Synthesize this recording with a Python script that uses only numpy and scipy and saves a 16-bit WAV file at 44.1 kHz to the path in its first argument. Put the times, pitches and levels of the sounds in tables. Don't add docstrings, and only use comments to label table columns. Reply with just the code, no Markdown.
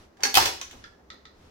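import sys
import numpy as np
from scipy import signal
from scipy.fft import rfft, irfft
from scipy.io import wavfile
from scipy.ndimage import uniform_filter1d

SR = 44100
rng = np.random.default_rng(int(sys.argv[2]) if len(sys.argv) > 2 else 0)


def int16_out(signal):
    q = np.round(np.clip(np.atleast_2d(signal).T, -1, 1) * 32767)
    wavfile.write(sys.argv[1], SR, q.astype(np.int16))


N = 66150
TIME, FREQ = np.arange(N) / SR, np.fft.rfftfreq(N, 1 / SR)
NEAR_LAG_S, FAR_LAG_S = 0.00014, -0.000615


def undb(db):
    return 10 ** (np.asarray(db) / 20)


def unit(x):
    return x / np.sqrt(np.sum(x ** 2, axis=-1, keepdims=True))


def fade(t60):
    return np.exp(-np.log(1000) * TIME / max(t60, 1e-4))


def convolve(drive, response):
    return signal.fftconvolve(np.atleast_2d(drive), np.atleast_2d(response), axes=-1)[:, :N]


def colour(x, points):
    hz, db = np.array(points).T
    gain = undb(np.interp(np.log(FREQ + 1), np.log(hz), db))
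    cepstrum = irfft(np.log(gain), N)
    cepstrum[1:N // 2] *= 2
    cepstrum[N // 2:] = 0
    return irfft(rfft(x) * np.exp(rfft(cepstrum)), N)


def whiten(x, envelope):
    x = x * envelope
    for _ in range(2):
        spectrum = rfft(x)
        x = irfft(spectrum / (abs(spectrum) + 1e-12), N) * np.sqrt(envelope)
    return unit(x)


BASS_SHARED_HZ = 270
def share_bass(x):
    alike = 1 / (1 + (FREQ / BASS_SHARED_HZ) ** 4)
    left, right = rfft(x)
    return np.array([x[0], irfft(np.sqrt(alike) * left + np.sqrt(1 - alike) * right, N)])


def diffuse():
    return share_bass(rng.standard_normal((2, N)))


RISE_S = 0.00057
def body(modes, points, dense_db, dense_t60, split=.036):
    swell = 1 - np.exp(-(TIME + 1 / SR) / RISE_S)
    dense = whiten(rng.standard_normal((2, N)), swell * fade(dense_t60))
    ring = undb(dense_db) * unit(colour(share_bass(dense), points))
    t = TIME[:N // 3]
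    for hz, db, t60 in modes:
        phase = rng.uniform(-np.pi, np.pi, (9, 2, 1)) * min(hz / BASS_SHARED_HZ / 2, 1) ** 2
        offsets_hz = (split * hz + 6) * (np.linspace(-1, 1, 9) + rng.uniform(-.12, .12, 9))
        cluster = np.sin(2 * np.pi * (hz + offsets_hz[:, None, None]) * t + phase).sum(axis=0)
        ring[:, :len(t)] += undb(db) * unit(cluster * (swell * fade(t60))[:len(t)])
    return unit(ring)


def place(x, start, db):
    delayed = np.pad(x, ((0, 0), (int(max(start, 0) * SR), 0)))[:, :N]
    return delayed * undb(db) * np.sqrt(SR / 100)


def blows(hits, chatter_db):
    force = 0
    for start, db, contact_s in hits:
        envelope = np.exp(-TIME / max(contact_s, 1e-4))
        push = undb(chatter_db) * rng.standard_normal((1, N)) / np.linalg.norm(envelope)
        push[0, 0] += 1
        force = force + place(whiten(push, envelope), start, db)
    return force


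def rub(swells, points):
    swell = sum(undb(db) * np.exp(-.5 * ((TIME - middle) / width) ** 2) for middle, width, db in swells)
    return swell * unit(colour(diffuse(), points)) * np.sqrt(N)


def locate(x, lag_s, pan_db):
    left = np.interp(TIME - lag_s, TIME, x[0], left=0)
    return np.array([left * undb(pan_db / 2), x[1] * undb(-pan_db / 2)])


# frequency in Hz, level in dB.
RUMBLE_SPECTRUM = [(20, -15.5), (42, -18.5), (68, 4), (100, -16), (200, -7), (400, -8), (800, -15),
                   (1600, -21.5), (3000, -32.5), (6000, -32.5), (8500, -46), (16000, -44)]
def rumble():
    return undb(-57) * np.sqrt(N) * unit(colour(diffuse(), RUMBLE_SPECTRUM))


# middle in seconds, width in seconds, level in dB.
SLIDE_SWELLS = [(0, 0.048, -51.5), (.79, 0.081, -53), (1.456, 0.069, -56.5)]
# frequency in Hz, level in dB.
SLIDE_SPECTRUM = [(100, 11), (300, -11.5), (900, -4.5), (2000, -8), (5500, -12.5), (8500, -22.5),
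                  (12000, -24), (16000, -70)]
def string_slides():
    return rub(SLIDE_SWELLS, SLIDE_SPECTRUM)


# start in seconds, level in dB, contact time in seconds.
RACKET_BLOWS = [(.1698, -59.5, .002), (.2052, -49, .005), (.2245, -43, .003), (.2522, -26, 0.0035)]
# frequency in Hz, energy share in dB, t60 in seconds.
RACKET_RESONANCES = [(254.9, -11, 1), (424, -10, 0.5), (798, -7, .12), (1644, -7, 0.081)]
# frequency in Hz, level in dB.
RACKET_SPECTRUM = [(150, -24), (400, -2), (1400, 0), (2400, -1), (6000, -6), (12000, -23)]
def racket_recoil():
    force = blows(RACKET_BLOWS, chatter_db=-4.5)
    ring = body(RACKET_RESONANCES, RACKET_SPECTRUM, dense_db=0.5, dense_t60=.03, split=.018)
    return convolve(force, ring)


# middle in seconds, width in seconds, level in dB.
SCRAPE_SWELLS = [(.221, 0.019, -45), (1.0, 0.012, -59)]
# frequency in Hz, level in dB.
SCRAPE_SPECTRUM = [(100, -25), (280, -22.5), (430, -1.5), (600, -6), (800, 3.5), (1100, -9), (2500, -20.5),
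                   (6000, -32.5), (16000, -56.5)]
def jaw_scrapes():
    return rub(SCRAPE_SWELLS, SCRAPE_SPECTRUM)


# start in seconds, level in dB, contact time in seconds.
JAW_BLOWS = [(.2338, -23.5, 0.0029), (.2351, -20.5, 0.0035), (.299, -39, 0.0031)]
# frequency in Hz, energy share in dB, t60 in seconds.
JAW_RESONANCES = [(850, -19, .03), (2267, -16.5, 0.036), (3060, -17.5, .05), (4435, -4.5, 0.11),
                  (6094, -8, .04)]
# frequency in Hz, level in dB.
JAW_SPECTRUM = [(170, -52), (420, -7), (1000, -8.5), (2300, 0.5), (3700, -7.5), (6300, 1), (8200, -13.5),
                (13000, -15), (16000, -24.5)]
def jaw_snap():
    force = blows(JAW_BLOWS, chatter_db=2.0)
    ring = body(JAW_RESONANCES, JAW_SPECTRUM, dense_db=0.5, dense_t60=0.0094, split=.025)
    return convolve(force, ring)


# start in seconds, level in dB, contact time in seconds.
LOCK_BLOWS = [(.3414, -21.5, 0.002), (.3518, -15.5, 0.0056), (.3565, -21.5, 0.018), (.4535, -30.5, 0.0017),
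              (.457, -31.5, 0.0053)]
# frequency in Hz, energy share in dB, t60 in seconds.
LOCK_RESONANCES = [(785.6, -8, 0.061), (2195, -5.5, 0.02), (2490, -4.5, .035), (3073, -6.5, 0.034),
                   (3470, -6, 0.028), (4760, -14.5, .03)]
# frequency in Hz, level in dB.
LOCK_SPECTRUM = [(100, -23.5), (400, -14.5), (1400, -12.5), (2600, -3.5), (5000, -3), (8500, -12),
                 (12000, -10.5), (15500, -13.5)]
def base_lock():
    force = blows(LOCK_BLOWS, chatter_db=4.5)
    return convolve(force, body(LOCK_RESONANCES, LOCK_SPECTRUM, dense_db=4.0, dense_t60=0.015))


# start in seconds, level in dB, contact time in seconds.
RATTLE_BLOWS = [(.3705, -19, 0.0021), (.382, -23.5, 0.011), (.401, -24, 0.0048), (.411, -29, 0.0039),
                (.424, -24.5, 0.0053), (.4565, -22, 0.0048), (.479, -33.5, 0.01)]
# frequency in Hz, energy share in dB, t60 in seconds.
RATTLE_RESONANCES = [(374, -16.5, 0.028), (930, -15, .04)]
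# frequency in Hz, level in dB.
RATTLE_SPECTRUM = [(30, -11), (70, -1), (125, -1), (200, -19), (370, -4), (520, 0.5), (850, 0.5),
                   (1500, 0.5), (3000, -0.5), (5500, 2), (8200, -10), (16000, -19)]
def clamp_rattle():
    force = blows(RATTLE_BLOWS, chatter_db=7.5)
    return convolve(force, body(RATTLE_RESONANCES, RATTLE_SPECTRUM, dense_db=-0.5, dense_t60=0.024))


# start in seconds, level in dB, contact time in seconds.
DROP_BLOWS = [(.3709, -12, 0.0029), (.38, -16, 0.0027)]
# frequency in Hz, energy share in dB, t60 in seconds.
PLATE_RESONANCES = [(377.4, -21.5, 0.079), (789, -4, 0.059), (907, -4.5, 0.06), (1088, -11, 0.053),
                    (1224, -11.5, 0.035), (12540, -12, .04)]
# frequency in Hz, level in dB.
PLATE_SPECTRUM = [(40, -11), (70, 5.5), (170, -32), (380, -17), (600, -11.5), (1000, 5), (2000, -4),
                  (5500, -1), (8200, -15), (16000, -23.5)]
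def turntable_knock():
    plate = body(PLATE_RESONANCES, PLATE_SPECTRUM, dense_db=-3, dense_t60=0.027, split=.014)
    return convolve(blows(DROP_BLOWS, chatter_db=0.5), plate)


# start in seconds, level in dB, contact time in seconds, gain of the modes in dB.
CLINK_BLOWS = [(.613, -32.5, 0.0011, -0.5), (0.7107, -46, 0.0053, -9)]
# frequency in Hz, energy share in dB, t60 in seconds.
CLINK_RESONANCES = [(1082, -9.5, 0.038), (2440, -11.5, 0.029), (3084, -12.5, 0.03), (5960, -1.5, 0.025)]
# frequency in Hz, level in dB.
CLINK_SPECTRUM = [(200, -19), (1000, 3), (1600, 3), (3300, 9), (5000, -2), (6800, 5.5), (8200, -7),
                  (16000, -13)]
def clamp_clinks():
    clinks = 0
    for start, db, contact_s, modes_db in CLINK_BLOWS:
        modes = [(hz, share + modes_db, t60) for hz, share, t60 in CLINK_RESONANCES]
        ring = body(modes, CLINK_SPECTRUM, dense_db=-1, dense_t60=0.017)
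        clinks = clinks + convolve(blows([(start, db, contact_s)], chatter_db=5.5), ring)
    return clinks


# start in seconds, level in dB, contact time in seconds.
BUMP_BLOWS = [(.728, -47.5, 0.018), (.76, -51, 0.027), (1.132, -52.5, 0.0074)]
# frequency in Hz, level in dB.
BUMP_SPECTRUM = [(30, -11), (70, 0), (130, -14), (260, 12.5), (450, -2.5), (850, 1.5), (1400, -8),
                 (4000, -27), (16000, -27)]
def hand_bumps():
    thud = unit(colour(diffuse() * fade(0.16), BUMP_SPECTRUM))
    return convolve(blows(BUMP_BLOWS, chatter_db=26), thud)


# frequency in Hz, energy share in dB, t60 in seconds.
NUDGE_RESONANCES = [(1381, -2.5, 0.064), (1708, -2, 0.064), (3370, -7.5, 0.036), (4910, -8.5, 0.039)]
# start in seconds, level in dB.
TAPS = [(1.1026, -41.5), (1.2538, -47.5)]
# frequency in Hz, energy share in dB, t60 in seconds.
TAP_RESONANCES = [(1300, -6, 0.058), (1897, -5.5, 0.0094), (3600, -9.5, 0.013), (4070, -8, 0.17),
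                  (4880, -12, 0.014)]
# frequency in Hz, level in dB.
TICK_SPECTRUM = [(200, 2.5), (900, -17), (1500, 3), (2700, 0.5), (3900, 3), (5800, 0.5), (7500, -13.5),
                 (15000, -50)]
def string_ticks():
    nudge = body(NUDGE_RESONANCES, TICK_SPECTRUM, dense_db=-2.5, dense_t60=0.009)
    tap = body(TAP_RESONANCES, TICK_SPECTRUM, dense_db=-4.0, dense_t60=0.02)
    return place(nudge, start=.8405, db=-43) + sum(place(tap, start, db) for start, db in TAPS)


def flatten(x, bins):
    spectrum = rfft(x)
    return irfft(spectrum / np.sqrt(uniform_filter1d(abs(spectrum) ** 2, bins, axis=-1)), N)


# frequency in Hz, t60 in seconds.
ROOM_DECAYS = [(250, 0.56), (800, 0.39), (2000, 0.45), (5000, 0.47), (9000, 0.37), (16000, 0.31)]
ROOM_DB, TAIL_DB, EARLY_T60_S, BUILD_UP_S = 1, -4, 0.18, 0.002
def room(x):
    early = unit(diffuse() * undb(4.6 * rng.standard_normal(N)) * fade(EARLY_T60_S))
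    noise, tail = rfft(diffuse()), 0
    centres, decays = np.array(ROOM_DECAYS).T
    for t60, weights in zip(decays, np.eye(len(centres))):
        band = np.interp(np.log(FREQ + 1), np.log(centres), weights)
        tail = tail + irfft(noise * band, N) * fade(t60)
    build_up = (1 - np.exp(-(TIME / BUILD_UP_S) ** 2)) * (TIME < 1)
    response = flatten(early + undb(TAIL_DB) * unit(tail), bins=90) * build_up
    return undb(ROOM_DB) * convolve(x, unit(response))


def scene():
    release = locate(jaw_snap() + racket_recoil(), NEAR_LAG_S, pan_db=-1)
    base = locate(base_lock() + clamp_rattle(), NEAR_LAG_S, pan_db=0)
    clamp = release + base + locate(clamp_clinks(), NEAR_LAG_S, pan_db=-1)
    knock = locate(turntable_knock(), NEAR_LAG_S, pan_db=-1)
    ticks = locate(string_ticks(), FAR_LAG_S, pan_db=-2)
    direct = clamp + knock + ticks + rumble()
    echoes = room(clamp + undb(-6) * knock + undb(-1) * ticks)
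    return direct + echoes + hand_bumps() + string_slides() + jaw_scrapes()


TOP_HZ = 15900
def record(dry):
    low_pass = signal.ellip(8, .2, 70, TOP_HZ, fs=SR, output="sos")
    return signal.sosfilt(low_pass, np.clip(dry, -1, 1))


dry = scene()
out = record(dry)
int16_out(out)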